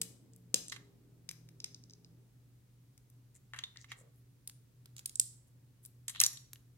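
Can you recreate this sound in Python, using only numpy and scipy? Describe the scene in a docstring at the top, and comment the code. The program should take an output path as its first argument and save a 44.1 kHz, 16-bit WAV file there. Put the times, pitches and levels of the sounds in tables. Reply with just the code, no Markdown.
"""Plastic bricks on a tiled floor

Two hands build a small model close to a stereo pair of microphones. Studs snap and creak home between
the fingers, loose plates knock and slide on the floor, and near the end a small piece drops and bounces.
The hard room answers each click and a fan hums; a motor drones far outside for the first seconds."""
import sys
import numpy as np
from scipy import signal
from scipy.fft import rfft, irfft, next_fast_len
from scipy.io import wavfile
from scipy.ndimage import uniform_filter1d

SR = 44100
rng = np.random.default_rng(int(sys.argv[2]) if len(sys.argv) > 2 else 0)


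def unload_wav(signal):
    """Save mono or channel-first audio to the path in sys.argv[1] as 16-bit WAV at rate SR, clipped to [-1, 1]."""
    wavfile.write(
        sys.argv[1],
        SR,
        np.round(np.clip(np.atleast_2d(signal).T, -1, 1) * 32767).astype(np.int16),
    )


N = 298557
TIME = np.arange(N) / SR
SIZE = 4096
FREQ = np.fft.rfftfreq(SIZE, 1 / SR)
CLICK_S = .005  # click and thump levels are their energy spread over this time

# Studs seating, and a tight stud slipping: start_s, level_db, pitch_hz, focus_db_per_octave
STUD_SNAPS = [(0.0155, -32, 8330, 5.5), (0.0199, -38, 7840, 8), (.3348, -61, 7400, 12),
              (.3621, -58.5, 11670, 11.5), (.5433, -20, 6480, 8), (1.2906, -39, 5100, 5),
              (1.3124, -50, 12500, 1.1), (1.4888, -62, 4090, 2.5), (2.9776, -64.5, 8100, 3),
              (3.1006, -63.5, 11740, 11.5), (4.4753, -39, 9600, 10), (4.497, -50, 6400, 5.5),
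              (4.8579, -59, 5000, 2), (4.966, -51.5, 7410, 5), (4.9815, -51, 7100, 5.5),
              (4.993, -50.5, 7025, 2.5), (5.0586, -32.5, 9070, 9.5), (5.0952, -46, 7000, 9),
              (5.1566, -34, 7905, 17), (5.198, -18, 8300, 13.5), (5.8513, -52, 8250, 8),
              (5.8595, -48, 12040, 11.5)]
STUD_SLIPS = [(1.6027, -43, 5200, 12.5), (1.6432, -34, 5400, 8.5), (1.7461, -40.5, 5630, 20),
              (1.8383, -50, 5700, 21), (1.8976, -52.5, 5400, 18), (1.9082, -48.5, 5760, 24),
              (1.9354, -44.5, 5730, 25), (2.0467, -54.5, 4900, 15)]
# Loose plates knocking, and a small piece bouncing on the floor and being picked up:
# start_s, level_db, pitch_hz, focus_db_per_octave, ring_s, pan_db (always left minus right)
PLATE_KNOCKS = [(.6829, -44.5, 7900, 10, 0.0078, 1), (.6973, -38.5, 6240, 16.5, 0.021, -7),
                (.7187, -47, 5340, 9.5, 0.12, -21.5), (.7229, -43.5, 2090, 3, 0.014, 11),
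                (.7279, -44.5, 2050, 4.5, 0.0073, 12), (.7628, -46, 2330, 4.5, 0.028, -6),
                (3.5357, -41.5, 1730, 5.5, 0.013, 5), (3.5429, -44.5, 1510, 5, 0.032, 0.5),
                (3.5613, -50, 1650, 3, 0.098, 5), (3.5885, -36, 3200, 7.5, 0.02, 0),
                (3.5892, -38, 6600, 23, .007, 11.5), (3.6376, -36, 3740, 10, 0.021, 2.5),
                (3.7596, -54.5, 1810, 5, 0.018, 3), (3.7722, -42.5, 5360, 19, 0.0027, 4.5),
                (3.8138, -51.5, 6600, 20.5, 0.0091, 12), (3.8439, -51, 2120, 5.5, 0.028, -5),
                (3.9176, -38.5, 2180, 5, 0.029, -2), (6.0815, -35, 7800, 5.5, 0.023, -1),
                (6.0951, -40.5, 8500, 4, 0.042, 4), (6.1495, -47, 2530, 6, 0.027, 3),
                (6.1596, -43.5, 2400, 6, 0.015, 3), (6.1685, -51, 4200, 12, .012, 2),
                (6.1965, -40, 4540, 18, 0.01, -1), (6.2085, -33.5, 3900, 10, .012, 0.5),
                (6.2136, -29, 2560, 4.5, 0.015, 3), (6.2252, -42, 1850, 5.5, .012, -5.5),
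                (6.331, -63, 1880, -2, .03, 6), (6.3724, -43.5, 3750, 18, .018, 9.5),
                (6.3727, -51, 7900, 18, .005, 5), (6.5581, -58.5, 2930, 4.5, 0.0065, 7)]
PIECE_BOUNCES = [(6.2005, -40, 6200, 8.5, .005, 0.5), (6.202, -18, 6130, 11.5, 0.012, -2.5),
                 (6.209, -36.5, 8365, 19, .03, 4.5), (6.2138, -24, 11460, 12, .018, 8.5),
                 (6.237, -21, 5650, 11, 0.01, -3), (6.2465, -32, 5660, 7.5, .008, 3),
                 (6.2541, -34, 5560, 17, .0077, 8.5), (6.2602, -38.5, 5900, 5, .012, -2),
                 (6.2635, -25.5, 6860, 10.5, .012, 0), (6.5326, -48, 11380, 3.5, 0.01, 0)]
# Low thuds: plates seating against the hollow of the hand, and the low body of a knock on the floor as the
# small piece lands: start_s, level_db, cutoff_hz
LOW_THUDS = [(0.5429, -38, 498), (5.198, -58, 176.5), (6.2136, -53, 656)]
# Pieces ringing free of a contact, and a faint long ring near 3.7 kHz after the knock at 3.64 s: start_s,
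# level_db, pitch_hz, t60_s, pan_db
FREE_PINGS = [(3.6376, -30.5, 3610, 0.043, -6), (3.64, -57, 3700, 0.34, 4), (6.202, -25.5, 5680, .03, -1),
              (6.215, -23.5, 11260, 0.022, 6), (6.236, -20, 5650, 0.061, 1), (6.2625, -26, 5670, .03, 0),
              (6.2637, -22.5, 6950, .02, -3), (6.5326, -49, 14200, 0.022, 0)]
# Plastic and fingertips sliding: start_s, length_s, level_db, resonance_hz
SLIDES = [(3.342, 0.039, -64.5, 8000), (3.343, 0.033, -79, 2110), (3.526, .11, -65, 2450),
          (3.737, 0.096, -70, 2020), (3.776, 0.074, -68, 5700), (3.877, 0.076, -61.5, 2250),
          (3.882, 0.061, -65, 5500), (3.918, .21, -74, 464), (3.962, 0.068, -67.5, 8200),
          (4.128, .1, -81, 11900), (4.96, .048, -62.5, 6500), (5.468, 0.023, -77, 10000),
          (5.825, 0.043, -66.5, 10530), (6.136, 0.059, -55, 3400), (6.206, 0.034, -47.5, 2730)]
# Resonances of each body: pitch_hz, width_hz, gain_db
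HELD_PLATE_MODES = [(2823, 800, 1.5), (3997, 480, -4), (5018, 400, 2), (6160, 300, -3.5), (6850, 230, -6),
                    (7700, 720, -4), (8500, 400, -4.5)]
CANOPY_BRICK_MODES = [(2370, 610, 7), (3858, 430, 4.5), (5170, 380, 9.5), (6080, 270, 10.5),
                      (7600, 280, -14), (9700, 520, 7.5), (12800, 1400, 14)]
SMOOTH_TILE_MODES = [(3750, 497, -4.5), (4500, 300, -6), (5200, 470, -5.5), (7300, 240, 2.5),
                     (8030, 470, 1), (9320, 160, 12.5), (12650, 350, 5)]  # the plastic tile that tops the model
LOOSE_PLATE_MODES = [(1176, 110, 4), (1370, 120, -2), (1843, 140, 7), (2066, 210, 6), (2840, 230, 6),
                     (3235, 240, 4.5), (3810, 510, 5), (5936, 190, 4), (6690, 220, 5.5), (7450, 350, 2.5),
                     (9600, 210, 0), (11200, 600, 0.5)]
SMALL_PIECE_MODES = [(3920, 200, 6), (4516, 220, 6), (5645, 130, 6), (5916, 160, -1), (6550, 250, 3),
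                     (6860, 160, 1), (8365, 120, 3), (9220, 250, 1), (11300, 420, 9), (12350, 280, 8),
                     (13920, 300, 6), (14350, 400, 8)]
THUD_MODES = [(232, 95, 1.5), (307, 100, -1.5), (470, 57, 4)]
# Bounds of the four bands that colour a click: edge_hz
BAND_EDGES = [800, 3000, 6500, 10000, 16000]
# Where the fingers work, as the left microphone's head start: time_s, lead_s
LEFT_LEAD = [(0, .00012), (3.9, .0001), (4.5, -.00007), (5.2, -.00036), (5.8, .00011), (6.4, .00011),
             (6.55, 0)]
# Colour of the room's tail: frequency_hz, gain_db
TAIL_COLOUR = [(200, -1), (1000, 6.5), (2500, -2.5), (7000, -2), (9000, -3.5), (11500, 1), (16000, -5.5)]
# Decay of the room's tail: frequency_hz, t60_s
TAIL_DECAY = [(200, .48), (2000, .42), (5500, .42), (8500, .4), (11500, .33), (15000, .28)]
# Hum of the fan's motor: pitch_hz, level_db
FAN_HUM = [(120.15, -63.5), (240.3, -94), (279, -83.5)]
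# The motor outside: time_s, firing_hz, level_db
MOTOR_RUN = [(0, 91.1, -60), (.45, 89, -70), (.75, 81, -64), (1.3, 80.5, -70), (1.651, 80.7, -66),
             (1.9, 82.6, -69.5), (2.2, 84, -67), (2.5, 83.6, -88)]
# Its harmonics: multiple, relative_db
MOTOR_HARMONICS = [(2, 9.5), (3, -5.5), (4, -14.5), (5, -3.5), (6, -22)]
# Spectrum of the room's still air: frequency_hz, relative_db
AIR_COLOUR = [(25, -25.5), (40, -15), (75, -15), (104, -13.5), (140, -12), (190, -18.5), (280, -23),
              (490, -29.5), (650, -37), (1000, -38), (3000, -41.5), (16000, -43)]


def stud_snaps(modes, from_s, until_s):
    """Studs seat between fingers that damp them all alike, louder at the nearer microphone."""
    contacts = []
    for start_s, db, hz, focus in STUD_SNAPS:
        if from_s <= start_s < until_s:
            lead_ms = 1000 * left_lead_s(start_s)
            pan_db = 2 + 11.5 * lead_ms
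            contacts.append((start_s, db, hz, focus, .0087, pan_db))
    return clicks(contacts, modes, width_hz=1800, resonance_db=1.5, ring_scale=1.3,
                  crack_db=-6.5, bass_hz=2567, treble_slope=1.7, dull_hz=16000)


def stud_creaks(ring_s=.0076, pan_db=1):
    """A tight stud of the canopy sticks and slips, each slip a crisp tick in the same few modes."""
    slips = [(*slip, ring_s, pan_db) for slip in STUD_SLIPS]
    return clicks(slips, CANOPY_BRICK_MODES, width_hz=390, resonance_db=1.5, ring_scale=.96,
                  crack_db=-12, bass_hz=2600, treble_slope=1.7, dull_hz=14400)


def plate_knocks():
    """Loose plates ring as they strike the floor and each other."""
    return clicks(PLATE_KNOCKS, LOOSE_PLATE_MODES, width_hz=180, resonance_db=6, ring_scale=1.2,
                  crack_db=2, bass_hz=1200, treble_slope=1.65, dull_hz=12000)


def piece_bounces():
    """A small piece hits the hard floor in a quick run of bright cracks."""
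    return clicks(PIECE_BOUNCES, SMALL_PIECE_MODES, width_hz=200, resonance_db=-3, ring_scale=1.1,
                  crack_db=4, bass_hz=1500, treble_slope=.85, dull_hz=16000)


def clicks(contacts, modes, width_hz, resonance_db, ring_scale, crack_db, bass_hz, treble_slope, dull_hz):
    """Each contact is a sharp crack and a fast-dying shiver of plastic, coloured by the piece's modes."""
    out, t = np.zeros((2, N)), np.arange(SIZE) / SR
    centres = np.sqrt(np.multiply(BAND_EDGES[:-1], BAND_EDGES[1:]))
    bands = [(FREQ >= low) & (FREQ < high) for low, high in zip(BAND_EDGES, BAND_EDGES[1:])]
    crack = undb(crack_db) * np.exp(-t / .00015)
    margin = SIZE // 64  # samples kept ahead of the attack
    for start_s, db, hz, focus, ring_s, pan_db in contacts:
        shiver = decay(t, ring_scale * ring_s)
        spectrum = rfft(stereo_noise(SIZE, .8) * (shiver + crack))
        # a hard contact drives all pitches evenly
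        spectrum /= np.sqrt(uniform_filter1d(abs(spectrum) ** 2, size=45))
        spectrum *= 1 + resonance(FREQ, modes)
        spectrum *= 1.5 + resonance(FREQ, [(hz, width_hz, resonance_db)])
        spectrum *= (1j * FREQ / (bass_hz + 1j * FREQ)) ** 2  # small parts radiate little bass
        spectrum /= 1 + (FREQ / dull_hz) ** 8
        # bands fall away from the pitch by the focus; softer contacts lose the treble faster
        octaves = np.log2(centres / hz)
        bands_db = db - focus * np.maximum(-octaves, treble_slope * octaves)
        for side in (0, 1, 0, 1):  # two passes a side settle the band levels
            energy = np.array([np.sum(abs(spectrum[side, band]) ** 2) for band in bands])
            lift_db = bands_db - 10 * np.log10(2 * energy / (SIZE * CLICK_S * SR))
            spectrum[side] *= undb(curve(FREQ, np.column_stack([centres, lift_db])))
        spectrum[1] *= np.exp(-2j * np.pi * FREQ * left_lead_s(start_s))
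        click = np.roll(irfft(spectrum), margin, axis=1)[:, :SIZE // 2]
        add(out, start_s - margin / SR, click * pan(pan_db))
    return out


def pings(rise_s=.0004):
    """A piece springs free of its contact and rings on in a single mode; after one knock a faint tone lingers
    long."""
    out, t = np.zeros((2, N)), np.arange(4 * SIZE) / SR
    for start_s, db, hz, t60_s, pan_db in FREE_PINGS:
        delay_s = np.array([[0], [left_lead_s(start_s)]])
        tone = np.sin(2 * np.pi * hz * (t - delay_s))
        envelope = decay(t, t60_s) * (1 - np.exp(-t / rise_s))
        add(out, start_s, tone * envelope * undb(db) * pan(pan_db))
    return out


def low_thuds(pan_db=7):
    """A short push or knock rings a low, hollow body; a softer contact is duller."""
    out = np.zeros((2, N))
    for start_s, db, cutoff_hz in LOW_THUDS:
        contact = 1 / (1 + 1j * FREQ / cutoff_hz - (FREQ / cutoff_hz) ** 2)
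        thud = irfft(resonance(FREQ, THUD_MODES) * contact)
        thud *= np.sqrt(CLICK_S * SR / np.sum(thud ** 2))
        add(out, start_s, thud * undb(db) * pan(pan_db))
    return out


def scrapes(grain_db=3, catches_per_s=500, width_share=.45):
    """Sliding edges and fingertips rub finely and catch on grit in tiny slips that ring the plates."""
    out, span = np.zeros((2, N)), 2 * SIZE
    for start_s, length_s, db, hz in SLIDES:
        n = int(length_s * SR)
        catches = rng.random(span) < catches_per_s / SR
        strength = undb(grain_db * np.minimum(rng.exponential(size=span), 3))
        friction = stereo_noise(span, .5) * (.18 + catches * strength)
        stroke = np.sin(np.pi * np.minimum(np.arange(span) / n, 1))
        scrape = tint(friction * stroke,
                      lambda f: peak(f, hz, width_share * hz) * (1 + resonance(f, LOOSE_PLATE_MODES)))
        add(out, start_s, at_level(scrape, db) * np.sqrt(n / span))
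    return out


def room(dry, tail_db=-14, near_db=-19, ceiling_db=-21, ceiling_s=.0162, build_s=.011):
    """Nearby things scatter at once, the ceiling answers next, then the hard walls ring on."""
    t = np.arange(int(.7 * SR)) / SR
    noise, tail = stereo_noise(len(t), .061), 0
    centres = np.geomspace(150, 16000, num=10)
    for hz, weights in zip(centres, np.eye(len(centres))):
        band_shape = np.column_stack([centres, weights])
        band = tint(noise, lambda f: curve(f, band_shape) * undb(curve(f, TAIL_COLOUR)))
        tail = tail + band * decay(t, curve(hz, TAIL_DECAY))
    tail *= np.where(t < build_s, .45, 1) * (t > .003)
    near = stereo_noise(len(t), .1) * np.exp(-t / .005) * (t > .001)
    ceiling = stereo_noise(len(t), .22) * np.exp(-abs(t - ceiling_s) / .0027) * (t > ceiling_s)
    response = at_level(tail, tail_db) + at_level(near, near_db) + at_level(ceiling, ceiling_db)
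    return signal.fftconvolve(dry, response / np.sqrt(len(t)), axes=1)[:, :N]


def fan(turn_hz=2.9, sway_depth=.35, flutter_db=-70):
    """The fan's motor hums; the turning blades make the hum sway and add a low flutter."""
    hum = sum(undb(db) * np.sqrt(2) * np.sin(2 * np.pi * (hz * TIME + rng.random()))
              for hz, db in FAN_HUM)
    sway = 1 + sway_depth * np.sin(2 * np.pi * turn_hz * TIME)
    flutter = tint(stereo_noise(N, .98), lambda f: peak(f, hz=128, width_hz=16))
    return hum * sway + at_level(flutter, flutter_db)


def far_motor(waver=.86):
    """From far outside, only a motor's wavering low harmonics and a dull rumble pass the walls."""
    times, firing_hz, db = np.transpose(MOTOR_RUN)
    cycles = np.cumsum(np.interp(TIME, times, firing_hz)) / SR
    noise = rng.standard_normal((len(MOTOR_HARMONICS), N))
    drifts = at_level(tint(noise, lambda f: np.exp(-(f / 5) ** 2)), 0)
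    drone = sum(undb(gain_db) * (1 + waver * drift) * np.sin(2 * np.pi * multiple * cycles + drift)
                for (multiple, gain_db), drift in zip(MOTOR_HARMONICS, drifts))
    rumble = tint(stereo_noise(N, .61), lambda f: peak(f, hz=250, width_hz=220))
    return (at_level(drone, 0) + at_level(rumble, -3)) * undb(np.interp(TIME, times, db))


def room_air(level_db=-68, split_hz=600):
    """Low rumble, alike at both microphones, under a thin wide hiss."""
    rumble = tint(stereo_noise(N, .83), lambda f: undb(curve(f, AIR_COLOUR)) / np.hypot(1, f / split_hz))
    hiss = tint(stereo_noise(N, .042), lambda f: undb(curve(f, AIR_COLOUR)) * f / np.hypot(split_hz, f))
    return at_level(rumble + hiss, level_db)


def left_lead_s(time_s):
    """How much sooner the left microphone hears the hands."""
    return np.interp(time_s, *np.transpose(LEFT_LEAD))


def pan(db):
    """Left and right gains, db apart."""
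    return undb([[db / 2], [-db / 2]])


def undb(db):
    """Decibels to gain."""
    return 10 ** (np.asarray(db) / 20)


def at_level(x, db):
    """Scale to an rms level."""
    return x * undb(db) / np.sqrt(np.mean(x ** 2))


def decay(t, t60_s):
    """Fall by 60 dB in t60_s."""
    return np.exp(-np.log(1000) * t / t60_s)


def curve(f, points):
    """Read (frequency_hz, value) points on a log-frequency axis."""
    hz, values = np.transpose(points)
    return np.interp(np.log(f + 1), np.log(hz), values)


def tint(x, response):
    """Filter by a response given as a function of frequency."""
    n = next_fast_len(x.shape[-1])
    return irfft(rfft(x, n) * response(np.fft.rfftfreq(n, 1 / SR)), n)[..., :x.shape[-1]]


def resonance(f, modes):
    """Summed response of damped modes."""
    return sum(undb(db) * 1j * f * width / (hz ** 2 - f ** 2 + 1j * f * width) for hz, width, db in modes)


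def peak(f, hz, width_hz):
    """One resonance applied twice, for steep sides."""
    return resonance(f, [(hz, width_hz, 0)]) ** 2


def stereo_noise(size, correlation):
    """Left and right noise with a given correlation."""
    mid, side = rng.standard_normal((2, size))
    spread = np.sqrt(1 - correlation) * side * np.array([[1], [-1]])
    return (np.sqrt(1 + correlation) * mid + spread) / np.sqrt(2)


def add(out, start_s, sound):
    """Mix a sound in at a time."""
    i = max(int(start_s * SR), 0)
    out[:, i:i + sound.shape[1]] += sound[:, :N - i]


def scene(canopy_from_s=1.2, tile_from_s=4.3):
    """Close up, plate goes on plate, then the canopy, then a smooth tile; the room lies behind."""
    floor = plate_knocks() + piece_bounces() + pings() + scrapes()
    plates = stud_snaps(HELD_PLATE_MODES, 0, canopy_from_s)
    canopy = stud_snaps(CANOPY_BRICK_MODES, canopy_from_s, tile_from_s)
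    tile = stud_snaps(SMOOTH_TILE_MODES, tile_from_s, np.inf)
    grip = canopy + stud_creaks() + low_thuds()
    echoes = room(undb(2.5) * plates + undb(-.5) * tile + undb(.5) * grip + undb(-1) * floor)
    return plates + tile + grip + floor + echoes + fan() + room_air() + far_motor()


def record(dry, low_cut_hz=34, top_hz=16000):
    """The recorder cuts the deepest rumble and the highest treble."""
    low_cut = signal.butter(4, low_cut_hz, "highpass", fs=SR, output="sos")
    high_cut = signal.ellip(10, .2, 70, top_hz, fs=SR, output="sos")
    return signal.sosfilt(high_cut, signal.sosfilt(low_cut, dry))


dry = scene()
out = record(dry)
unload_wav(out)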